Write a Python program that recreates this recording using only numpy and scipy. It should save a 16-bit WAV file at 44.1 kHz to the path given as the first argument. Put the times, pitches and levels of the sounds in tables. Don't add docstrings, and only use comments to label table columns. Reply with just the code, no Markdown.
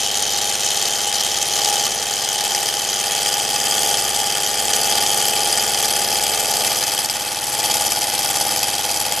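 import sys
import numpy as np
from scipy import signal
from scipy.fft import rfft, irfft, next_fast_len
from scipy.io import wavfile
from scipy.ndimage import uniform_filter1d, map_coordinates

SR = 44100
rng = np.random.default_rng(int(sys.argv[2]) if len(sys.argv) > 2 else 0)


def inscribe(sig):
    pcm = np.round(np.clip(np.atleast_2d(sig).T, -1, 1) * 32767)
    wavfile.write(sys.argv[1], SR, pcm.astype(np.int16))


N = 405719

SPINDLE_HZ, RIPPLE_HZ, GEAR_TEETH = 18.291, 99.79, 31

# (frequency [Hz], relative density [dB])
FAN_SPECTRUM = [(10, -25), (40, -22), (150, -11), (280, -12), (420, 0), (1000, -1), (2000, 1.5),
                (4000, -2.5), (14000, -53)]
# (frequency [Hz], side minus mid [dB])
FAN_WIDTH = [(40, 12), (150, -9), (500, -15), (900, -36), (1500, -66)]
# (frequency [Hz], relative density [dB])
RUMBLE_SPECTRUM = [(40, -45), (130, -12), (210, -4.5), (310, 0.5), (420, -1), (600, -12), (1200, -50)]
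# (multiple of spindle speed [1], level on the edge [dB], level in the step [dB])
HUM_HARMONICS = [(4, -50, -51), (5, -60, -57), (6, -66, -60), (7, -51, -50), (8, -51.5, -53.5),
                 (9, -83, -68), (10, -81, -59), (11, -59, -70), (12, -48, -50), (13, -56, -57),
                 (14, -56.5, -59.5), (15, -71, -64), (16, -62.5, -75), (17, -55, -52), (18, -62.5, -51.5),
                 (19, -53, -73), (20, -46, -52.5)]
# (time [s], relative level [dB])
CHIP_SNAPS = [(0.224, -8), (0.4928, -12), (0.6882, -2), (0.757, -7), (0.775, -9), (0.9854, -7),
              (1.1273, -1), (1.145, -5), (1.727, -6), (1.7366, -6), (1.7574, -10), (1.853, -3), (1.867, -2),
              (2.6596, -1.5), (2.688, -1), (3.1502, -8), (3.7105, -5), (3.9425, -6), (4.372, -3),
              (4.4029, -6), (5.5129, -5), (5.5747, 0), (5.8466, -3.5), (5.882, -3), (6.99, -2),
              (7.0464, -7), (7.098, -2), (7.92, -2), (8.2477, -6), (8.5213, -4), (8.6303, -1.5),
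              (8.851, -7), (8.962, -8), (9.001, -3), (9.014, -3), (9.1225, -1.5)]
# (frequency [Hz], bandwidth [Hz], gain afar [dB], gain close [dB], gain at the side [dB])
CHATTER_MODES = [(3102, 112, 2.5, 1, -4.5), (3240, 160, 1, -0.5, -3.5), (4580, 150, -13, -12, -6),
                 (4915, 240, -9, -5, -3), (5830, 360, 3, -1, -3.5), (6580, 240, 2, -6, -9),
                 (6780, 340, -10, -7, -12)]
# (frequency [Hz], width [Hz], gain afar [dB], gain close [dB], gain at the side [dB])
HEAD_MODES = [(1196, 79, -4, -1.5, -1), (1448, 38, -10, 0, 2), (1804, 130, -3.5, 0.5, -0.5),
              (2107, 126, -6, -5.5, -1), (2390, 77, -12.5, -3.5, 1), (2630, 95, 1, 0.5, 3.5),
              (3060, 95, 8.5, 2.5, 3.5), (3260, 150, 0, 5, 5.5), (3770, 220, 5.5, -11, -1.5),
              (4240, 180, 6.5, -5, 1.5), (4530, 120, 5.5, 3, 4.5), (4934, 170, 2, 7, 7.5),
              (5180, 160, 4, -6, 1.5), (5860, 390, 6.5, -0.5, 4), (6380, 280, 5.5, 1.5, 0.5),
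              (6980, 570, 5, 0, 2), (7980, 260, -9, 1.5, 4.5), (8670, 360, 2.5, 1.5, 3.5),
              (9780, 320, -1, -5.5, 0.5), (10470, 510, -6.5, -1.0, 3.5), (11580, 410, -5, -9, 3),
              (12500, 180, -3, -1, -1), (13500, 340, -10, -8, -5)]
# (time [s], level about the usual feed [dB])
FEED_LEVEL = [(0, -0.4), (0.68, -0.1), (1.05, -0.5), (1.52, -0.1), (1.68, 3), (1.94, -1.5), (2.35, -1.5),
              (2.58, 0.5), (2.76, -2), (3.3, 0.3), (3.5, -0.5), (3.86, 2.5), (4.05, 0), (4.55, -0.5),
              (4.85, 2.5), (5.8, 1), (6.65, 0.8), (6.98, -0.7), (7.12, -3.5), (7.47, -3.5), (7.63, 2),
              (8.02, -0.1), (8.48, 0.6), (9.2, -1)]
# (time [s], share [0-1])
STEP_SHARE = [(0, 0), (6.3, 0), (6.9, 1), (9.2, 1)]
# (entry [turns], push [dB], exit [turns], release [dB])
EDGE_FLUTES = [(0.0899, -1, 0.29, -9), (0.298, -1.7, 0.5309, -0.5), (0.5554, 2, 0.711, -6),
               (0.805, -3, 0.8966, -1.5)]
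STEP_FLUTES = [(0.075, 7, 0.2457, 3), (0.414, -11, 0.5637, 5), (0.6451, -16, 0.7107, -2),
               (0.8182, 10, 0.8953, -3)]
# (frequency [Hz], bandwidth [Hz], gain [dB])
EDGE_FRAME_MODES = [(434, 36, -15.5), (635, 266, -16)]
STEP_FRAME_MODES = [(476, 69, -15), (678, 107, -12.5)]
# (time [s], frequency [Hz])
PLATE_PITCH = [(0, 821), (6.3, 825), (7, 828), (7.55, 832), (7.95, 828), (8.25, 813), (9.2, 825)]
# (start [s], end [s], gain [dB])
PLATE_SWELLS = [(1.6, 1.82, 1.5), (2.188, 2.64, 2.5), (3.342, 3.42, 3), (3.835, 3.93, 1.8),
                (4.163, 4.235, 4.5), (4.82, 5.1, 1.5), (6.457, 6.54, 4.5), (7.883, 7.955, -7)]
# (frequency [Hz], gain [dB])
RADIATION = [(100, -20), (250, -7.5), (420, 0), (890, 1), (1030, -5.5), (1500, -5), (3000, -15)]
# (time [s], place [0 afar, 1 close, 2 at the side])
MIC_PLACE = [(0, 0.055), (1.8, 0.44), (2.8, 0.57), (3.7, 1.02), (5.6, 1.48), (6.8, 1.87), (9.2, 2.21)]
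# (frequency [Hz], side gain [dB])
RATTLE_WIDTH = [(1200, -32), (2500, -76), (3200, -6.5), (3900, -30), (5400, -7.5), (7000, -16),
                (8000, -9.5), (10000, -8), (12000, -3.5), (14000, -2.5)]
# (frequency [Hz], left minus right [dB])
PORT_BALANCE = [(75, -1.4), (150, 0), (4400, 0), (5300, 1.2), (7000, .2), (8800, 2.6), (11000, 2.2),
                (13500, -.5)]
# (frequency [Hz], lead of the left [rad])
PORT_PHASE = [(70, -.25), (300, 0), (8000, 0), (10000, .35), (12000, .95), (14000, .9)]


def amp(db):
    return 10 ** (np.asarray(db) / 20)


def unit(x):
    return x / np.sqrt(np.mean(x ** 2) + 1e-20)


def along(points, hz):
    f, v = np.transpose(points)
    return np.interp(np.log(hz + 1), np.log(f + 1), v)


def curve(points):
    return np.interp(np.arange(N) / SR, *np.transpose(points))


def wobble(rate):
    return map_coordinates(rng.standard_normal(int(N * rate / SR) + 4), [np.arange(N) * rate / SR])


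def filtered(x, response):
    size = 2 * next_fast_len(N // 2 + SR // 8)
    return irfft(rfft(x, size) * response(np.fft.rfftfreq(size, 1 / SR)), size)[..., :N]


def shaped(x, gains):
    return filtered(x, lambda hz: amp(along(gains, hz)))


def causal(gain):
    cepstrum = irfft(np.log(gain + 1e-6))
    half = len(cepstrum) // 2
    cepstrum[1:half] *= 2
    cepstrum[half + 1:] = 0
    return np.exp(rfft(cepstrum))


def blows(at, size):
    inside = (at > 0) & (at < N - 1)
    return np.bincount(np.round(at[inside]).astype(int), size[inside], N)


def decay(x, life_s):
    return signal.lfilter([1], [1, -np.exp(-1 / (life_s * SR))], x)


def ring(x, hz, width_hz):
    phasor = np.exp(2j * np.pi * np.cumsum(hz) / SR)
    return (phasor * decay(x / phasor, 1 / (np.pi * width_hz))).real


def resonances(modes, hz):
    return sum((-1) ** k * amp(db) * 1j * hz * width / (centre ** 2 - hz ** 2 + 1j * hz * width)
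               for k, (centre, width, db) in enumerate(modes))


def each_turn(turns, share):
    return np.interp(np.arange(int(turns[-1]) + 1) + share, turns, np.arange(N))


def drive_levels():
    feed_db, thickness = curve(FEED_LEVEL), wobble(12)
    knock_db = -29.5 + 1.08 * feed_db + 1.5 * curve(MIC_PLACE) + 0.33 * thickness
    rattle_db = -20.5 + feed_db - 0.02 * thickness
    return knock_db, rattle_db


def cutting_force_db(turns, bite_db=3, uneven_db=1.46, runout_db=1.1, step_db=2, lag_turns=0.13):
    angle = 2 * np.pi * (turns - lag_turns)
    bites_db = bite_db * np.cos(len(EDGE_FLUTES) * angle)
    unequal_db = uneven_db * np.cos(2 * angle) + runout_db * np.cos(angle + 1)
    lurch_db = step_db * curve(STEP_SHARE) * np.cos(2 * np.pi * (turns - .85))
    return bites_db + unequal_db + lurch_db


def fan(level_db=-33):
    mid, side = amp(level_db) * unit(shaped(rng.standard_normal((2, N)), FAN_SPECTRUM))
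    return np.array([mid, shaped(side, FAN_WIDTH)])


def workshop(x, t60_s=0.043, wet_db=-11):
    t = np.arange(SR // 4) / SR
    tail = rng.standard_normal((2, len(t))) * amp(-60 * t / t60_s) * (t > .002)
    return x + amp(wet_db) * signal.fftconvolve(x, tail / np.linalg.norm(tail[0]), axes=1)[:, :N]


def table_rumble(knock_db, gain_db=-20, afar_db=-10):
    distance_db = afar_db * np.clip(1 - curve(MIC_PLACE), 0, 1)
    rumble = unit(shaped(rng.standard_normal(N), RUMBLE_SPECTRUM))
    return amp(knock_db + gain_db + distance_db) * rumble


def table_hum(turns, knock_db, waver_db=1.5, follows=0.86, heaviest_turns=.69, lag_rad=0.1042):
    step = curve(STEP_SHARE)
    slow_load_db = follows * uniform_filter1d(knock_db - knock_db.mean(), SR // 2)
    hum = 0
    for k, edge_db, step_db in HUM_HARMONICS:
        level_db = edge_db + step * (step_db - edge_db) + slow_load_db + waver_db * wobble(6)
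        phase = 2 * np.pi * round(k) * (turns - heaviest_turns) - lag_rad * k * k
        hum += amp(level_db) * np.cos(phase)
    return np.sqrt(2) * hum


def swarf(turns, per_s=110, gain_db=8, scatter_db=3, pitch_hz=6400, spread=0.31, life_s=0.00087, modes=3):
    crowding = np.cumsum(amp(2 * cutting_force_db(turns)))
    draws = rng.random((int(per_s * N / SR), 2))
    at = np.interp(draws[:, 0], crowding / crowding[-1], np.arange(N)).astype(int)
    pan = 2 * (2 * draws[:, 1:] - 1)
    chance = np.clip(rng.standard_normal((len(at), modes + 1)), -2, 2)
    size = amp(gain_db + scatter_db * chance[:, :1])
    hz = pitch_hz * np.exp(spread * chance[:, 1:, None])
    t = np.arange(SR // 150) / SR
    ticks = size * np.cos(2 * np.pi * hz * t).mean(1) * np.exp(-t / life_s)
    where = (at[:, None] + np.arange(len(t))).ravel()
    return np.array([np.bincount(where, (ticks * share).ravel(), N)[:N] for share in (1, pan)])


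def chip_snaps(turns, life_s=0.0016, gain_db=-9.5, small_db=-11, scatter_db=2, tick_db=-9):
    snap_s, snap_db = np.transpose(CHIP_SNAPS)
    at = each_turn(turns, 0.885)
    size = amp(small_db + scatter_db * np.clip(rng.standard_normal(len(at)), -2, 2))
    small = curve(STEP_SHARE) * amp(curve(FEED_LEVEL)) * blows(at, size)
    breaks = amp(gain_db) * (blows(snap_s * SR, amp(snap_db)) + small)
    tick = amp(tick_db) * ring(breaks, hz=4750 + 350 * wobble(30), width_hz=300)
    crack = decay(breaks, life_s) * rng.standard_normal((2, N))
    return crack + tick * np.array([[1], [0]])


def chatter(turns, surge_phase=.33, scatter_s=.0006, scatter_db=1.5, follows=0.67, wander_hz=35):
    place = curve(MIC_PLACE)
    force = unit(amp(follows * cutting_force_db(turns)))
    surges_s = (np.arange(int(N / SR * RIPPLE_HZ)) + surge_phase) / RIPPLE_HZ
    out = 0
    for hz, width_hz, *views_db in CHATTER_MODES:
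        late, size = np.clip(rng.standard_normal((2, len(surges_s))), -2, 2)
        jerks = force * blows((surges_s + scatter_s * late) * SR, amp(scatter_db * size))
        gain = np.interp(place, np.arange(len(views_db)), amp(views_db))
        out += gain * ring(jerks, hz + wander_hz * wobble(70), width_hz)
    return out


def gears(turns, ripple_db=3.9, flutter_db=1.5, scatter_db=2.1, scatter_s=.00019, slide=0.28, tick=0.067):
    surge = np.cos(2 * np.pi * (RIPPLE_HZ * np.arange(N) / SR - 0.49))
    force = amp(ripple_db * surge + cutting_force_db(turns) + flutter_db * wobble(110))
    force = np.tanh(force / 2)
    at = np.interp(np.arange(int(turns[-1] * GEAR_TEETH)) / GEAR_TEETH, turns, np.arange(N))
    late, size = rng.standard_normal((2, len(at)))
    hits = blows(at + late * scatter_s * SR, amp(scatter_db * np.clip(size, -2, 2)))
    grit = force * (unit(decay(hits, life_s=0.0008)) + slide) * rng.standard_normal((2, N))
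    return unit(unit(grit) + tick * unit(force * hits) * np.array([[1], [0]]))


def recoloured(x, depth_db=2.5):
    spectra = signal.stft(x, nperseg=128)[2]
    colour = uniform_filter1d(rng.standard_normal(spectra.shape[1:]), size=5, axis=0)
    colour = uniform_filter1d(colour, size=6, axis=1)
    gain = amp(depth_db * np.clip(unit(colour), -2, 2))
    return unit(signal.istft(spectra * gain, nperseg=128)[1][:, :N])


def gear_head(x):
    place = curve(MIC_PLACE)
    centre, width, *views_db = np.transpose(HEAD_MODES)
    grid = np.linspace(0, SR / 2, 2048)
    peaks = 1 / (1 + ((grid - centre[:, None]) / width[:, None]) ** 2) ** 2
    out = 0
    for k, db in enumerate(views_db):
        gain = unit(np.sqrt(amp(db) ** 2 @ peaks))
        nearness = np.clip(1 - abs(place - k), 0, 1)
        out += nearness * filtered(x, lambda hz: causal(np.interp(hz, grid, gain)))
    return out


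def bites(turns, flutes, scatter_db=0.77, scatter_s=.00004):
    out = np.zeros(N)
    for enters, push_db, leaves, release_db in flutes:
        for share, force in ((enters, amp(push_db)), (leaves, -amp(release_db))):
            at = each_turn(turns, share)
            late, size = rng.standard_normal((2, len(at)))
            out += blows(at + late * scatter_s * SR, force * amp(scatter_db * size))
    return out


def scraped(bite, scrape_db, life_s=0.018):
    scrape = decay(abs(bite), life_s) * rng.standard_normal(N)
    return unit(bite) + amp(scrape_db) * unit(scrape)


def plate_and_frame(on_plate, on_frame, frame_modes, plate_width_hz, rise_s=0.035):
    t = np.arange(N) / SR
    swell_db = sum(db * np.interp(t, [start, start + rise_s], [0, 1]) * (t < end)
                   for start, end, db in PLATE_SWELLS)
    plate = ring(on_plate * amp(swell_db), curve(PLATE_PITCH), plate_width_hz)
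    frame = filtered(on_frame, lambda hz: resonances(frame_modes, hz))
    return unit(2 * np.pi * plate_width_hz / SR * plate + frame)


def cutter(turns, knock_db, gain_db=-0.7, step_db=-0.5):
    step = curve(STEP_SHARE)
    even = bites(turns, EDGE_FLUTES)
    drive = scraped(even, scrape_db=-13.5)
    on_edge = plate_and_frame(drive, drive, EDGE_FRAME_MODES, plate_width_hz=21)
    lurch = scraped(bites(turns, STEP_FLUTES, scatter_db=0.8), scrape_db=-17)
    rough = scraped(even, scrape_db=-1.5)
    in_step = plate_and_frame(lurch, rough, STEP_FRAME_MODES, plate_width_hz=44)
    cut = np.sqrt(1 - step) * on_edge + amp(step_db) * np.sqrt(step) * in_step
    radiated = filtered(cut, lambda hz: causal(amp(along(RADIATION, hz))))
    return amp(knock_db + gain_db) * unit(radiated)


def scene():
    turns = SPINDLE_HZ * np.arange(N) / SR
    knock_db, rattle_db = drive_levels()
    rattle = gear_head(amp(rattle_db - 1.82) * recoloured(gears(turns)) + chip_snaps(turns))
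    centred = cutter(turns, knock_db) + amp(rattle_db - 0.15) * chatter(turns)
    centred += table_hum(turns, knock_db) + table_rumble(knock_db)
    rush = fan()
    mid, side = workshop(rattle + amp(rattle_db) * swarf(turns))
    mid, side = np.array([mid + centred, shaped(side, RATTLE_WIDTH)]) + rush
    stereo = np.array([mid + side, mid - side])
    half = np.array([[.5], [-.5]])
    return filtered(stereo, lambda hz: amp(half * along(PORT_BALANCE, hz))
                    * np.exp(1j * half * along(PORT_PHASE, hz)))


def record(dry):
    ceiling, top_hz = .85, 14250
    rounded = dry / (1 + abs(dry / ceiling) ** 6) ** (1 / 6)
    return filtered(rounded, lambda hz: 1 / np.sqrt(1 + (hz / top_hz) ** 240))


dry = scene()
out = record(dry)
inscribe(out)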